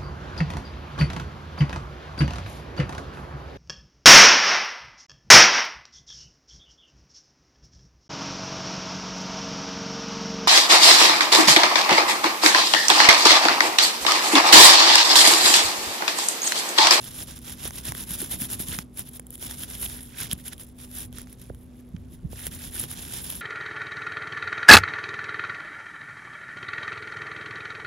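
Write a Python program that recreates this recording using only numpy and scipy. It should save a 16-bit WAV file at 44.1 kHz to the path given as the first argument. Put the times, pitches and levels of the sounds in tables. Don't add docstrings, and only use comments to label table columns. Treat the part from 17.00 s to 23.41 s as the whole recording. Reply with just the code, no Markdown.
import sys
import numpy as np
from scipy import signal
from scipy.fft import rfft, irfft, next_fast_len
from scipy.io import wavfile
from scipy.ndimage import uniform_filter1d

SR = 44100
rng = np.random.default_rng(int(sys.argv[2]) if len(sys.argv) > 2 else 0)


def bounce(signal):
    frames = np.transpose(np.atleast_2d(signal))
    limited = np.clip(frames, -1, 1)
    pcm = np.round(limited * 32767).astype(np.int16)
    wavfile.write(sys.argv[1], SR, pcm)


N = 282681

# start in seconds, length in seconds, hardest moment as a share of the length (0-1),
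# fizz of the bristle tips in dB before trim, rasp of the knob in dB before trim.
STROKES = [(0, 0.097, 0.8, -40, -41.5), (0.101, 0.14, 0.88, -38, -40.5), (0.269, 0.075, 0.28, -43.5, -41.5),
           (0.348, 0.037, 0.6, -44.0, -44), (0.427, 0.12, 0.81, -40, -40.5), (0.582, 0.11, 0.79, -37, -37),
           (0.722, 0.095, 0.6, -38.5, -41.5), (0.844, 0.071, 0.66, -34, -34.5),
           (0.949, 0.096, 0.52, -35.5, -39), (1.073, 0.091, 0.77, -35.0, -37.5),
           (1.175, 0.1, 0.36, -34.5, -37.5), (1.303, 0.054, 0.5, -30.0, -34),
           (1.391, 0.076, 0.5, -32, -38.0), (1.496, 0.06, 0.6, -31, -35), (1.594, 0.051, 0.1, -31.5, -36.5),
           (1.667, 0.127, 0.15, -35.5, -38.0), (1.775, 0.053, 1, -48, -48.5), (1.972, 0.049, 0, -35, -40),
           (2.045, 0.051, 0.95, -45.5, -50), (2.127, 0.049, 0.75, -43, -49),
           (2.315, 0.043, 0.97, -44, -50.5), (2.406, 0.073, 0.51, -35, -38.5),
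           (2.477, 0.09, 0.39, -42, -43), (2.567, 0.086, 0.82, -37, -40.5), (2.673, 0.13, 0.39, -39.0, -42),
           (2.801, 0.067, 0.67, -31.5, -37), (2.882, 0.11, 0.23, -39.5, -42),
           (2.993, 0.096, 0.18, -44.5, -51), (3.092, 0.086, 0.9, -50.5, -50),
           (3.176, 0.095, 0.29, -36.5, -37), (3.306, 0.026, 0.96, -36.5, -34.5),
           (3.374, 0.045, 0.53, -48.5, -53), (3.451, 0.041, 0.62, -38, -43),
           (3.517, 0.019, 0.92, -41.5, -40), (3.593, 0.048, 0.13, -42.5, -47.5),
           (3.658, 0.064, 0.2, -58.5, -62.0), (3.778, 0.1, 0.35, -47.5, -49.5),
           (3.913, 0.14, 0.61, -38, -42.5), (4.141, 0.091, 0.35, -49, -45.5), (4.261, 0.09, 0.6, -58, -57),
           (4.377, 0.12, 0.33, -55.5, -55.5), (4.532, 0.116, 1, -62.5, -71.0),
           (4.732, 0.09, 0.7, -63.5, -64), (5.111, 0.051, 0.74, -54.5, -58), (5.309, 0.034, 0.65, -47, -49),
           (5.363, 0.12, 0.92, -38.5, -41), (5.511, 0.063, 0.04, -41.5, -45.5),
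           (5.578, 0.12, 0.62, -40.5, -42.5), (5.73, 0.12, 0.52, -33.5, -37.5),
           (5.884, 0.054, 1, -39, -39.5), (5.93, 0.13, 0.6, -41.5, -42), (6.058, 0.19, 0.54, -37, -39),
           (6.238, 0.18, 0, -38, -40)]
# time in seconds before a common delay, peak in dB before trim,
# clack of the knob relative to the peak in dB before trim, ring likewise in dB before trim.
SNAPS = [(0.3882, -31, -18, -18), (0.5265, -41, -26, -21), (0.6513, -21, -15, -6), (0.6777, -21, -21, -31),
         (0.706, -25, -10.5, -33), (0.8517, -19, -27, -15), (0.9197, -18.5, -11, -18),
         (0.9486, -22, -14, -9), (1.1063, -16, -36, -15), (1.2158, -15.5, -19, -19),
         (1.3119, -11.5, -32, -24), (1.4178, -12, -16, -38), (1.5324, -18.5, -39, -11),
         (1.593, -20, -30, -19), (1.6837, -17, -34, -14), (1.7866, -19.5, -5, -8), (1.9736, -27, -25, -27),
         (1.9918, -15, -26, -41), (2.1948, -20, -19.5, -21), (2.2662, -27.5, -29, -24),
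         (2.304, -21, -38, -26), (2.353, -22, -31, -16), (2.377, -29, -25, -26), (2.4248, -22, -12.5, -18),
         (2.509, -20, -19.5, -18), (2.634, -16.5, -25, -9.5), (2.7507, -22, -21, -9), (2.83, -25, -28, -12),
         (2.861, -20, -30, -5), (3.1831, -22, -32, -23), (3.2096, -16, -20.5, -22),
         (3.3123, -15, -23, -3.5), (3.3296, -10.5, -29, -18), (3.4797, -28, -34, -5),
         (3.5308, -26, -19, -17), (3.5788, -31, -27, -10), (4.126, -31.5, -16, -10),
         (4.1832, -20.5, -18.5, -24), (4.2151, -27, -19, -27), (4.2704, -46.5, -1.5, -20),
         (4.3264, -26.5, -24, -35), (4.4155, -31, -32, -35), (4.546, -38, -14, -12), (4.963, -51.5, -1, 6),
         (5.4661, -11, -24.5, -18), (5.8373, -19.5, -13.5, -8), (5.9125, -18, -25, -18),
         (6.3006, -13, -34, -16)]
# centre in seconds, peak in dB before trim,
# pitch in Hz, length in seconds.
BUMPS = [(0.656, -28.5, 410, 0.0017), (.897, -31.5, 129, 0.01), (1.113, -32, 170, .0097),
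         (1.229, -29.5, 330, .006), (1.336, -33.5, 726, 0.0013), (1.345, -33.5, 198, 0.0075),
         (1.42, -29.5, 230, 0.0075), (1.598, -33.5, 556, 0.0031), (1.603, -26, 200, 0.0033),
         (1.79, -34, 1530, 0.00049), (1.791, -31, 168, 0.0081), (2.833, -29, 660, 0.00068),
         (3.335, -25, 139, 0.0062), (4.499, -39, 1440, 0.0011), (4.503, -28.5, 480, 0.0021),
         (4.512, -34, 79, 0.015), (4.948, -26.5, 180, 0.0087), (4.966, -36.5, 1700, 0.00032),
         (5.253, -23, 150, 0.011), (5.332, -31, 514, 0.0012)]
# peak time in seconds, rumble in dB, fading time in seconds.
GRIPS = [(1.691, -32, 0.042), (2.01, -38, 0.021), (4.06, -43.5, 0.25), (4.51, -38, 0.046),
         (4.68, -45, 0.026), (4.95, -40, 0.28), (5.249, -32.5, 0.032), (5.32, -41, 0.046),
         (5.48, -38.5, 0.016), (5.56, -38.5, 0.027), (5.68, -37, 0.042), (5.85, -42, 0.026),
         (5.99, -43, 0.018)]
# time in seconds, ticks relative to the rasp in dB.
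RIDGE_TICKS = [(0, -17), (.55, -13), (.66, -12.5), (1.2, -13), (1.35, -9.5), (1.66, -21), (1.73, 0),
               (1.79, -8), (1.87, -11.5), (2.45, -16), (3.1, -7), (3.2, -3), (3.55, -7.5), (3.65, -14),
               (4.2, -11), (4.3, -13), (5.4, -6), (6.41, -15.5)]
# frequency in Hz, relative density in dB per Hz; overall power is normalised.
FIZZ_COLOUR = [(7400, -2), (8150, 4.5), (8850, 2), (9250, 10), (9800, -2.5), (10250, 6.5), (10800, 1),
               (11350, 5.5), (11900, -3), (12500, 5), (13100, -12), (14100, -4), (15700, -4), (16300, -52)]
RASP_COLOUR = [(300, 1.5), (500, -2), (950, 0), (1200, -3), (1600, -1.5), (2200, -5.5), (3000, 0.5),
               (3550, 3.5), (4450, -4), (5200, 0), (5900, 0.5), (6600, -3.5), (7500, 1), (8000, 4.5)]
CLACK_COLOUR = [(300, 8.5), (900, 4.5), (1550, 4.5), (2200, 3), (3200, -11), (4400, -8), (5800, 2),
                (7600, -5)]
WORK_COLOUR = [(20, -26), (40, -5), (70, 1.5), (115, -3), (180, -3), (300, -9.5), (450, -23), (700, -22),
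               (1200, -27)]
GRIP_COLOUR = [(20, -24), (45, -3.5), (75, 9.5), (115, -0.5), (185, -6.5), (300, -18.5), (600, -34.5)]
ROOM_COLOUR = [(20, -1), (60, -2), (150, -2), (300, -4), (500, -10.5), (900, -24), (2000, -27), (5000, -37),
               (16000, -43)]
# frequency in Hz, rms in dB before waver.
HUM = [(59.5, -53.5), (122, -56.5), (246.3, -52), (300, -101), (380, -69.5)]
# frequency in Hz, left minus right in dB.
PORT_BALANCE = [(60, -0.5), (270, -0.5), (520, -5.5), (1000, -5), (1250, -5), (2100, -5.5), (3400, -9.5),
                (5900, -6.5), (7200, -4), (8000, 0)]
# frequency in Hz, lead of the left in radians.
PORT_PHASE = [(100, 0), (350, -.3), (500, -.9), (700, -2.8), (1000, -3.3), (1350, -5.2), (2100, -6.2),
              (3000, -6.7), (6000, -6.8), (7300, -6.1), (7750, -3.3), (8850, -3), (9900, -.9), (10600, 0),
              (11900, .75), (12900, 3), (13900, 3.6), (14300, 5.8), (15000, 6.2)]
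# frequency in Hz, share of power common to both (0-1).
PORT_LIKENESS = [(60, 0.95), (270, 0.69), (550, 0.39), (1100, .35), (1700, 0.58), (3500, 1), (6100, 0.57),
                 (7400, 1), (8200, 0.97), (9800, 1), (10800, 0.79), (12300, 1), (14200, 0.46),
                 (15300, 0.37)]

SIZE = next_fast_len(N + 8192)
HZ = np.maximum(np.arange(SIZE // 2 + 1) * SR / SIZE, 1)
TIME_S = np.arange(N) / SR

SWELL_DB, EASE_DB = 9, 8
LAND_DB_PER_S, LIFT_DB_PER_S = 537, 752
CREEP_FIZZ_DB, CREEP_RASP_DB = -71.5, -71
TICKS_PER_S_AT_UNIT_EFFORT, TUFT_DB = 600, 2
TILT_HZ, TILT_WANDER_DB, TILT_CHANGES_PER_S = 2170, 1, 31
HANDS_REST_DB, HANDS_OVER_RASP_DB, HANDS_LAG_S = -52, -3, 0.035
GRIP_RISE_S = 0.01
ROOM_DB = -55.5
CUTOFF_HZ = 15900


def from_db(db):
    return 10 ** (np.asarray(db) / 20)


def rms_one(x):
    return x / np.sqrt(np.mean(x ** 2) + 1e-20)


def over_hz(points):
    hz, value = np.transpose(points)
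    return np.interp(np.log(HZ), np.log(hz), value)


def drift(changes_per_s):
    coarse = SIZE // 16
    hz = HZ[:coarse // 2 + 1]
    noise = rfft(rng.standard_normal(coarse))
    slow = irfft(noise / (1 + (hz / changes_per_s) ** 4), coarse)
    return rms_one(np.interp(np.arange(N) * coarse / SIZE, np.arange(coarse), slow))


def colour(x, spectrum):
    octaves_below = np.maximum(np.log2(spectrum[0][0] / HZ), 0)
    octaves_above = np.maximum(np.log2(HZ / spectrum[-1][0]), 0)
    gain_db = over_hz(spectrum) - 60 * (octaves_below + octaves_above)
    gain = rms_one(from_db(np.maximum(gain_db, -80)))
    cepstrum = irfft(np.log(gain), SIZE)
    cepstrum[1:SIZE // 2] *= 2
    cepstrum[SIZE // 2 + 1:] = 0
    return irfft(rfft(x, SIZE) * np.exp(rfft(cepstrum)), SIZE)[..., :N]


def ring(clicks, hz, cycles):
    radius = np.exp(-np.log(1000) * hz / (cycles * SR))
    b = np.sqrt((1 - radius ** 2) / 2) * np.array([1, 0, -1])
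    a = [1, -2 * radius * np.cos(2 * np.pi * hz / SR), radius ** 2]
    return signal.lfilter(b, a, clicks + 1e-18)


def stroke_levels():
    power = from_db([[CREEP_FIZZ_DB], [CREEP_RASP_DB]]) ** 2 * np.ones(N)
    for start_s, length_s, hardest, fizz_db, rasp_db in STROKES:
        near = slice(max(int((start_s - 0.1) * SR), 0), int((start_s + length_s + 0.1) * SR))
        t_s = TIME_S[near] - start_s
        hardest = np.clip(hardest, 0.03, 0.97)
        swell = np.clip(1 - t_s / (hardest * length_s), 0, 1) ** 2
        ease = np.clip((t_s / length_s - hardest) / (1 - hardest), 0, 1) ** 2
        arch_db = -SWELL_DB * swell - EASE_DB * ease
        arch_db -= LAND_DB_PER_S * np.maximum(-t_s, 0)
        arch_db -= LIFT_DB_PER_S * np.maximum(t_s - length_s, 0)
        power[:, near] += from_db(arch_db + np.array([[fizz_db], [rasp_db]])) ** 2
    return 10 * np.log10(power)


def flicks(per_s, spread_db):
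    chance = np.clip(per_s / SR, 1e-4, 1)
    sizes = from_db(spread_db * np.minimum(rng.exponential(1, N), 4))
    slips = rng.random(N) < chance
    return rms_one(sizes * slips / np.sqrt(chance)) * rng.choice([-1, 1], (3, N))


def ridge_ticks(per_s, low_hz, high_hz, cycles, count=12):
    clicks = flicks(per_s, spread_db=1.5)
    dealt = rng.integers(0, count, N)
    pitches_hz = np.geomspace(low_hz, high_hz, count)
    return rms_one(sum(ring(clicks * (dealt == k), hz, cycles) for k, hz in enumerate(pitches_hz)))


def scrubbing(fizz_db, rasp_db, tip_db, ping_db, knob_db):
    effort = from_db(0.55 * (fizz_db + 41))
    tufts = rms_one(from_db(TUFT_DB * drift(220) + 1.0 * drift(39)))

    pings = ridge_ticks(per_s=2200 * effort, low_hz=8866, high_hz=16500, cycles=98, count=8)
    tips = tufts * flicks(11000 * effort, spread_db=3.0) + from_db(ping_db) * pings
    fizz = colour(tips * from_db(fizz_db + tip_db + 2.1 * drift(106)), FIZZ_COLOUR)

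    rubs = tufts * flicks(5500 * effort, spread_db=0.5)
    rasp = colour(rubs * from_db(rasp_db + knob_db + 0.96 * drift(89)), RASP_COLOUR)
    dull = signal.sosfilt(signal.butter(1, TILT_HZ, fs=SR, output="sos"), rasp)
    rasp = rasp + dull * (from_db(TILT_WANDER_DB * drift(TILT_CHANGES_PER_S)) - 1)

    ridge_s, ridge_db = np.transpose(RIDGE_TICKS)
    ticks_db = rasp_db + np.interp(TIME_S, ridge_s, ridge_db)
    ticks_per_s = TICKS_PER_S_AT_UNIT_EFFORT * effort
    ticks = from_db(ticks_db) * ridge_ticks(ticks_per_s, low_hz=1454, high_hz=3680, cycles=22.0)
    return fizz + rasp + ticks


def rumble(spectrum):
    noise = colour(rng.standard_normal((3, N)), spectrum)
    return noise / np.sqrt(uniform_filter1d(noise ** 2, size=SR // 25) + 0.05)


def hand_rumble(rasp_db):
    keep = np.exp(-1 / (HANDS_LAG_S * SR))
    stroke_power = from_db(rasp_db + HANDS_OVER_RASP_DB) ** 2
    work_power = from_db(HANDS_REST_DB) ** 2 + signal.lfilter([1 - keep], [1, -keep], stroke_power)
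    grip = np.zeros(N)
    for peak_s, grip_db, fade_s in GRIPS:
        away = np.maximum((peak_s - TIME_S) / GRIP_RISE_S, (TIME_S - peak_s) / fade_s)
        grip += from_db(grip_db) * np.exp(-away)
    return np.sqrt(work_power) * rumble(WORK_COLOUR) + grip * rumble(GRIP_COLOUR)


def room_tone(waver_db):
    hum = np.zeros(N)
    for hz, rms_db in HUM:
        level = from_db(rms_db + waver_db * drift(3.0)) * np.sqrt(2)
        hum += level * np.sin(2 * np.pi * hz * TIME_S + 0.44 * drift(11.0))
    air = rng.standard_normal(N) + 0.5 * rng.standard_normal((2, N))
    return hum + from_db(ROOM_DB) * colour(air, ROOM_COLOUR)


def snap_lead_in(lead_db, lead_s):
    tension = np.zeros(N)
    for snap_s, *_ in SNAPS:
        before = slice(max(int((snap_s - 10 * lead_s) * SR), 0), int(snap_s * SR))
        tension[before] += np.exp((TIME_S[before] - snap_s) / lead_s)
    return lead_db * tension


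def snaps(fade_s, whip_db, tip_db, knob_db, ring_db, delay_s):
    tips, knob, rim = np.zeros((3, 3, N))
    t_s = np.arange(SR // 80) / SR
    for snap_s, peak_db, clack_share_db, ring_share_db in SNAPS:
        start = int((snap_s + delay_s) * SR)
        span = slice(start, start + len(t_s))
        burst = from_db(whip_db) * np.exp(-t_s / fade_s) * rng.choice([-1, 1], (3, len(t_s)))
        burst[0, 0] = 1
        tips[:, span] += burst * from_db(peak_db + tip_db)
        knob[:, span] += burst * from_db(peak_db + clack_share_db + knob_db)
        rim[0, start] = from_db(peak_db + ring_share_db + ring_db)
    return colour(tips, FIZZ_COLOUR) + colour(knob, CLACK_COLOUR) + ring(rim, hz=3230, cycles=18)


def bumps(bump_db):
    out = np.zeros((3, N))
    for centre_s, peak_db, hz, length_s in BUMPS:
        t_s = TIME_S - centre_s
        near = np.abs(t_s) < 2 * length_s
        phases = np.vstack([0, rng.uniform(0, 2 * np.pi, (2, 1))])
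        wave = np.cos(2 * np.pi * hz * t_s[near] + phases)
        out[:, near] += from_db(peak_db + bump_db) * wave / np.cosh(np.pi * t_s[near] / length_s)
    return out


def at_ports(x):
    paths = rfft(x, SIZE)
    sides = np.array([[0.5], [-0.5]])
    alike = np.clip(over_hz(PORT_LIKENESS), 0, 1)
    direct = np.sqrt(alike) * np.exp(1j * sides * over_hz(PORT_PHASE)) * paths[0]
    scattered = np.sqrt(1 - alike) * paths[1:]
    level = from_db(sides * over_hz(PORT_BALANCE))
    level /= np.sqrt(np.mean(level ** 2, axis=0))
    return irfft(level * (direct + scattered), SIZE)[:, :N]


def scene():
    fizz_db, rasp_db = stroke_levels()
    fizz_db = fizz_db + snap_lead_in(lead_db=4.5, lead_s=0.004)
    close = scrubbing(fizz_db, rasp_db, tip_db=-2.0, ping_db=-4.5, knob_db=-1.14)
    close += hand_rumble(rasp_db)
    close += snaps(fade_s=0.0012, whip_db=-5.0, tip_db=-0.5, knob_db=11.0, ring_db=12.5, delay_s=0.0014)
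    close += bumps(bump_db=2.0)
    return at_ports(close) + room_tone(waver_db=2.5)


def record(dry):
    return signal.sosfilt(signal.ellip(12, 0.1, 80, CUTOFF_HZ, fs=SR, output="sos"), dry)


dry = scene()
out = record(dry)
bounce(out)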